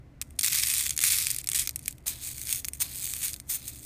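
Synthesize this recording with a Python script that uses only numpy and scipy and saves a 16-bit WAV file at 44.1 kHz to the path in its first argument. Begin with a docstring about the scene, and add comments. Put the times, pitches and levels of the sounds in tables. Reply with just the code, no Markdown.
"""Small plastic beads, played with by fingers in a glass bowl, close by, in a quiet room.
Pinches of beads trickle back onto the heap; then the fingers dig in and stir: many random collisions.
Each dig adds scuffed skin (fading noise) and grinding beads; single beads click on glass and beads.
Short damped modes ring the bowl, a noise tail gives the walls; shaped noise and wavering tones hum below."""
import sys
import numpy as np
from scipy import signal
from scipy.fft import rfft, irfft
from scipy.io import wavfile
from scipy.ndimage import uniform_filter1d, minimum_filter1d

SR = 44100
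rng = np.random.default_rng(int(sys.argv[2]) if len(sys.argv) > 2 else 0)


def put_to_file(sound):
    """Save the sound as 16-bit audio at rate SR, in the file named by the first command-line argument."""
    columns = np.atleast_2d(sound).T  # one column per channel
    safe = np.clip(columns, -1, 1)
    whole_steps = np.round(safe * 32767)
    wavfile.write(sys.argv[1], SR, whole_steps.astype(np.int16))


N = 169785


def amp(db):
    """Decibels to gain."""
    return 10 ** (np.asarray(db) / 20)


def unit(x):
    """Scales to energy 1."""
    return x / np.sqrt(np.sum(x ** 2) + 1e-20)


def along(points):
    """A time curve at every sample."""
    return np.interp(np.arange(N) / SR, *np.transpose(points))


def read(points, hz):
    """A spectrum interpolated on a log-frequency axis."""
    point_hz, level_db = np.transpose(points)
    return np.interp(np.log(hz + 1), np.log(point_hz), level_db)


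def add(mix, start_s, sound):
    """Mixes a sound in at a time."""
    part = mix[max(round(start_s * SR), 0):][:len(sound)]
    part += sound[:len(part)]


def coloured(x, colour, treble_db=0, size=2048):
    """Causal filter with this spectrum and a treble shelf, keeping the power of white noise."""
    hz = abs(np.fft.fftfreq(size, 1 / SR))
    shelf_db = treble_db / (1 + (5000 / (hz + 1)) ** 4)
    log_gain = np.log(amp(read(colour, hz) + shelf_db))
    # minimum phase from the log gain
    taps = np.fft.ifft(np.exp(np.conj(signal.hilbert(log_gain)))).real
    return signal.oaconvolve(x, unit(taps[:size // 2]))[:len(x)]


CONTACT_S, RING_S, HEAP_S = 0.00014, 0.0004, 0.003  # 1/e decay times
RING_DB, HEAP_DB = -0.5, -5  # ring relative to contact, heap rattle relative to hit


def bead(colour, treble_db=0, vary_db=3, rebound_s=.0016, rebound_db=-7, size=900, count=5):
    """One collision: sharp contact, brief ring, quick rebound, neighbours' rattle; brightness varies."""
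    t = np.arange(size) / SR
    contact, heap = rng.standard_normal((2, size))
    hz = rng.uniform(1870, 15300, (count, 1))
    sign = rng.choice([-1, 1], (count, 1))
    ring = (np.cos(2 * np.pi * hz * t) * np.exp(-t / RING_S) * sign).sum(0)
    hit = unit(contact * np.exp(-t / CONTACT_S)) + amp(RING_DB) * unit(ring)
    add(hit, rebound_s * rng.random(), amp(rebound_db) * hit)  # rebound_s is the longest delay
    rattle = unit(heap * np.exp(-t / HEAP_S))
    hit = unit(hit) + amp(HEAP_DB) * rattle
    return unit(coloured(hit, colour, treble_db + vary_db * rng.uniform(-0.86, 1)))


NEW_BEADS_PER_S = 40
FULL_DB = -27  # curve level at which collisions come at per_s


def collisions(curve, colour, per_s, spread_db, crowding=.45, even_s=0.079, count=32):
    """Random collisions of many beads; with crowding, louder means denser."""
    level_db, t = along(curve), np.arange(N) / SR
    chance = rng.random(N)
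    size = np.minimum(rng.exponential(1, N), 3)
    # the beads in contact slowly change, and the colour with them
    kind = rng.integers(0, count // 3, N)
    kind = (kind + (t * NEW_BEADS_PER_S).astype(int)) % count
    rate_per_s = per_s * amp(crowding * (level_db - FULL_DB))
    train = (chance < rate_per_s / SR) * amp(spread_db * size)
    # even out the local power, then apply the curve
    window = np.exp(-.5 * (np.arange(-SR // 20, SR // 20 + 1) / SR / even_s) ** 2)
    power = abs(signal.oaconvolve(train ** 2, window / window.sum(), "same"))
    train = train / np.sqrt(power + 1e-5)
    train = train * amp(level_db) * (t > curve[0][0]) * (t < curve[-1][0])
    out = np.zeros(N)
    beads = [bead(colour) for _ in range(count)]
    for i in np.flatnonzero(train):
        add(out, i / SR, train[i] * beads[kind[i]])
    return out


# beads trickling onto the heap, before gain: start_s, level_db
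TRICKLE_LEVEL = [(0.392, -46), (0.428, -41), (0.436, -24.5), (0.465, -27.5), (0.495, -32.5), (0.525, -27),
                 (0.63, -27.5), (0.79, -26), (0.9, -34), (0.945, -46.5), (0.998, -50), (1.015, -27),
                 (1.06, -22), (1.2, -27.5), (1.305, -33.5), (1.33, -39), (1.4, -42.5), (1.43, -54),
                 (1.48, -53), (1.54, -40), (1.549, -23.5), (1.62, -30.5), (1.66, -41.5), (1.73, -63),
                 (1.89, -47), (1.94, -62)]
# relative spectrum of falling beads: pitch_hz, level_db_per_hz
FALL_SPECTRUM = [(200, -34.5), (700, -32.5), (1200, -14.5), (1650, -11), (2200, -2.5), (2950, -8.5),
                 (3600, -5.5), (5800, -3), (6700, -3), (8800, 2.5), (10400, -3), (15000, -4.5),
                 (17000, -23)]
FALL_PER_S = 1600


def trickle(gain_db=-1.5):
    """Beads slip from the fingers and patter on the heap."""
    return amp(gain_db) * collisions(TRICKLE_LEVEL, FALL_SPECTRUM, FALL_PER_S, spread_db=3.5)


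# fingers stirring the heap, before gain: start_s, level_db
STIR_LEVEL = [(2.052, -79), (2.066, -28), (2.082, -28), (2.13, -38.5), (2.195, -49.5), (2.23, -33.5),
              (2.285, -33), (2.34, -41.5), (2.46, -35.5), (2.53, -25.5), (2.6, -37), (2.632, -52),
              (2.678, -45), (2.715, -65), (2.75, -43), (2.792, -52.5), (2.802, -29), (2.82, -21.5),
              (2.84, -34), (2.885, -44), (2.96, -35), (3.06, -30), (3.18, -36), (3.255, -25), (3.32, -41),
              (3.45, -70), (3.485, -46), (3.5, -26), (3.555, -28.5), (3.58, -42.5), (3.635, -47),
              (3.675, -34), (3.74, -46.5), (3.85, -44.5)]
# stirred beads, tight while fingers push, loose as they lift: start_s, click_size_spread_db
STIR_LOOSENESS = [(2.06, 0), (2.56, 7.5), (2.82, 4), (3.05, 7), (3.51, 2), (3.8, 6)]
# relative spectrum of stirred beads: pitch_hz, level_db_per_hz
STIR_SPECTRUM = [(200, -29), (800, -21), (1700, -13.5), (2350, -8), (2900, -10.5), (3500, -7), (4400, -6),
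                 (5800, -6), (6600, -0.5), (7200, -2.5), (8000, 2), (9200, 4.5), (10300, -2.5), (15000, 0),
                 (17000, -9)]
STIR_PER_S = 3000
CREEP_FROM_S, CREEP_BEFORE_GAIN_DB = .22, -67


def stir(gain_db=-3.14):
    """Fingers shove the heap with a finer, brighter rustle, over a steady faint creep of beads."""
    shove = collisions(STIR_LEVEL, STIR_SPECTRUM, STIR_PER_S, spread_db=along(STIR_LOOSENESS))
    creep_level = [(CREEP_FROM_S, CREEP_BEFORE_GAIN_DB), (N / SR, CREEP_BEFORE_GAIN_DB)]
    creep = collisions(creep_level, FALL_SPECTRUM, per_s=490, spread_db=-4, crowding=0)
    return amp(gain_db) * (shove + creep)


# fingertips dig into the heap, scuff level before decay: start_s, level_db
FINGER_DIGS = [(2.058, -49), (2.8, -49), (3.493, -53)]
# relative spectrum of beads grinding under pressure: pitch_hz, level_db_per_hz
GRIND_SPECTRUM = [(1000, -15), (2400, -2), (2900, -5), (4100, 5.5), (5600, -5)]


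def grind(above_scuff_db=5, fade_db=12, length_s=.3):
    """After each dig the pressed beads grind on each other with a coarse, fuller grain."""
    out = np.zeros(N)
    for start_s, level_db in FINGER_DIGS:
        start_db = level_db + above_scuff_db
        curve = [(start_s, start_db), (start_s + length_s, start_db - fade_db)]
        out += collisions(curve, GRIND_SPECTRUM, per_s=820, spread_db=3.5, crowding=0)
    return out


# relative spectrum of rubbed skin: pitch_hz, level_db_per_hz
SCUFF_SPECTRUM = [(200, -14), (900, -5), (1500, -7.5), (5000, -14)]


def scuffs(attack_s=0.0018, decay_s=0.07):
    """A dull, short rub of skin as the fingers dig in: coloured noise, dying away."""
    out, t = np.zeros(N), np.arange(SR // 2) / SR
    envelope = np.minimum(t / attack_s, 1) * np.exp(-t / decay_s)
    for start_s, level_db in FINGER_DIGS:
        rub = coloured(rng.standard_normal(len(t)), SCUFF_SPECTRUM)
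        add(out, start_s, amp(level_db) * rub * envelope)
    return out


# single beads knock on the glass, rms over click_s: start_s, level_db
GLASS_KNOCKS = [(0.2153, -24), (0.3895, -29), (0.392, -15), (0.411, -23), (0.4325, -20), (0.4456, -20),
                (0.4478, -32), (0.4625, -18.5), (0.473, -25), (0.4819, -20.5), (0.5313, -20), (0.5506, -21),
                (0.5871, -23), (0.5977, -22.5), (0.6352, -19.5), (0.7388, -21), (0.8651, -22),
                (0.9774, -19.5), (0.9907, -21), (1.0046, -24.5), (1.0383, -11.5), (1.0607, -36),
                (1.1215, -17), (1.1779, -25), (1.1859, -20.5), (1.2689, -18.5), (1.4728, -23.5),
                (1.4892, -19), (1.5171, -23), (1.5332, -24), (1.6742, -21.5), (1.6926, -23.5),
                (1.8827, -31), (2.3815, -32.5), (2.4713, -30), (2.6464, -27.5), (3.1368, -25)]
# single beads tick on other beads, rms over click_s: start_s, level_db
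BEAD_TICKS = [(0.2228, -31), (0.307, -46.5), (0.4206, -30), (0.5584, -21), (0.6711, -22), (0.8942, -22.5),
              (0.9071, -21), (0.9649, -28.5), (1.2014, -24), (1.3038, -21), (1.3079, -26), (1.3136, -21),
              (1.3464, -27), (1.3637, -25), (1.3863, -24), (1.4149, -35.5), (1.4429, -32), (1.4993, -26),
              (1.5953, -17), (1.6027, -28), (1.7094, -37), (1.7598, -23), (1.7925, -36), (1.8302, -45),
              (1.8593, -32), (1.8803, -19), (1.9093, -37), (1.9264, -41), (1.9823, -48.5), (2.0806, -21),
              (2.4155, -30.5), (2.4926, -27), (2.527, -21), (2.6512, -27), (2.6846, -23.5), (2.7344, -28),
              (3.2823, -25.5), (3.3332, -29), (3.3411, -29.5), (3.3626, -38.5), (3.4004, -34)]


def clicks(knock_treble_db=-3, tick_treble_db=5, click_s=0.002):
    """Single beads land hard: fuller on the glass, thinner and brighter on other beads."""
    out = np.zeros(N)
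    for table, treble_db in (GLASS_KNOCKS, knock_treble_db), (BEAD_TICKS, tick_treble_db):
        for start_s, level_db in table:
            click = np.sqrt(click_s * SR) * bead(FALL_SPECTRUM, treble_db)
            add(out, start_s, amp(level_db) * click)
    return out


# bowl modes, damped by the load: pitch_hz, energy_level_db, t60_s
BOWL_MODES = [(2390, -34.5, 0.021), (2570, -33, 0.04), (3450, -27, 0.0067), (4410, -37, 0.045),
              (6570, -20.5, 0.0099), (9340, -24.5, 0.044)]


def bowl(x):
    """The glass rings briefly under the beads: decaying modes driven by their sound."""
    t = np.arange(SR // 5) / SR
    ring = np.zeros(len(t))
    for pitch_hz, level_db, t60_s in BOWL_MODES:
        mode = np.cos(2 * np.pi * pitch_hz * t) * amp(-60 * t / t60_s)
        ring += amp(level_db) * unit(mode)
    return signal.oaconvolve(x, ring)[:N]


ROOM_T60_S, ROOM_DB = 0.23, -28.5  # tail energy relative to direct sound


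def room(x):
    """A faint, short tail from the walls: decaying noise after a 4 ms gap."""
    t = np.arange(SR // 2) / SR
    tail = rng.standard_normal(len(t)) * amp(-60 * t / ROOM_T60_S) * (t > .004)
    return amp(ROOM_DB) * signal.oaconvolve(x, unit(tail))[:N]


# relative spectrum of room rumble: pitch_hz, level_db_per_hz
RUMBLE_SPECTRUM = [(20, -10), (40, -1.5), (70, 3.5), (100, -1.5), (135, 1.5), (170, -10.5), (290, -9),
                   (430, -20.5), (680, -21.5), (850, -27.5), (2200, -31.5), (3000, -39), (15000, -52)]
RUMBLE_RMS_DB = -51
# appliance hums and a faint whine: pitch_hz, level_rms_db, waver_rms_hz
HUM_TONES = [(70.7, -56, 3.11), (121.5, -61, 1.85), (2055, -79, 28.7)]


def background():
    """Low room rumble of shaped noise, with hums and a faint whine whose pitch drifts at random."""
    gain = amp(read(RUMBLE_SPECTRUM, np.fft.rfftfreq(N, 1 / SR)))
    rumble = irfft(rfft(rng.standard_normal(N)) * gain, N)
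    out = amp(RUMBLE_RMS_DB) * np.sqrt(N) * unit(rumble)
    for pitch_hz, level_db, waver_hz in HUM_TONES:
        smooth = uniform_filter1d(rng.standard_normal(N), size=round(SR / np.sqrt(2 * pitch_hz)))
        drift = np.sqrt(N) * unit(smooth)  # rms 1
        phase = 2 * np.pi * np.cumsum(pitch_hz + waver_hz * drift) / SR
        out = out + amp(level_db) * np.sqrt(2) * np.sin(phase)
    return out


def scene():
    """Beads, bowl and room together."""
    beads = trickle() + stir() + grind() + scuffs() + clicks()
    beads = beads + bowl(beads)
    return (beads + room(beads) + background())[None]


CEILING_DB, EDGE_HZ = -5.7, 15300


def record(dry):
    """A limiter holds the sharpest clicks; then a low-pass sets the band limit."""
    headroom = np.minimum(amp(CEILING_DB) / (abs(dry) + 1e-9), 1)
    limited = dry * uniform_filter1d(minimum_filter1d(headroom, size=21), size=21)
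    lowpass = signal.firwin(1023, EDGE_HZ, window=("kaiser", 7), fs=SR)
    return signal.oaconvolve(limited, lowpass[None], "same")


dry = scene()
out = record(dry)
put_to_file(out)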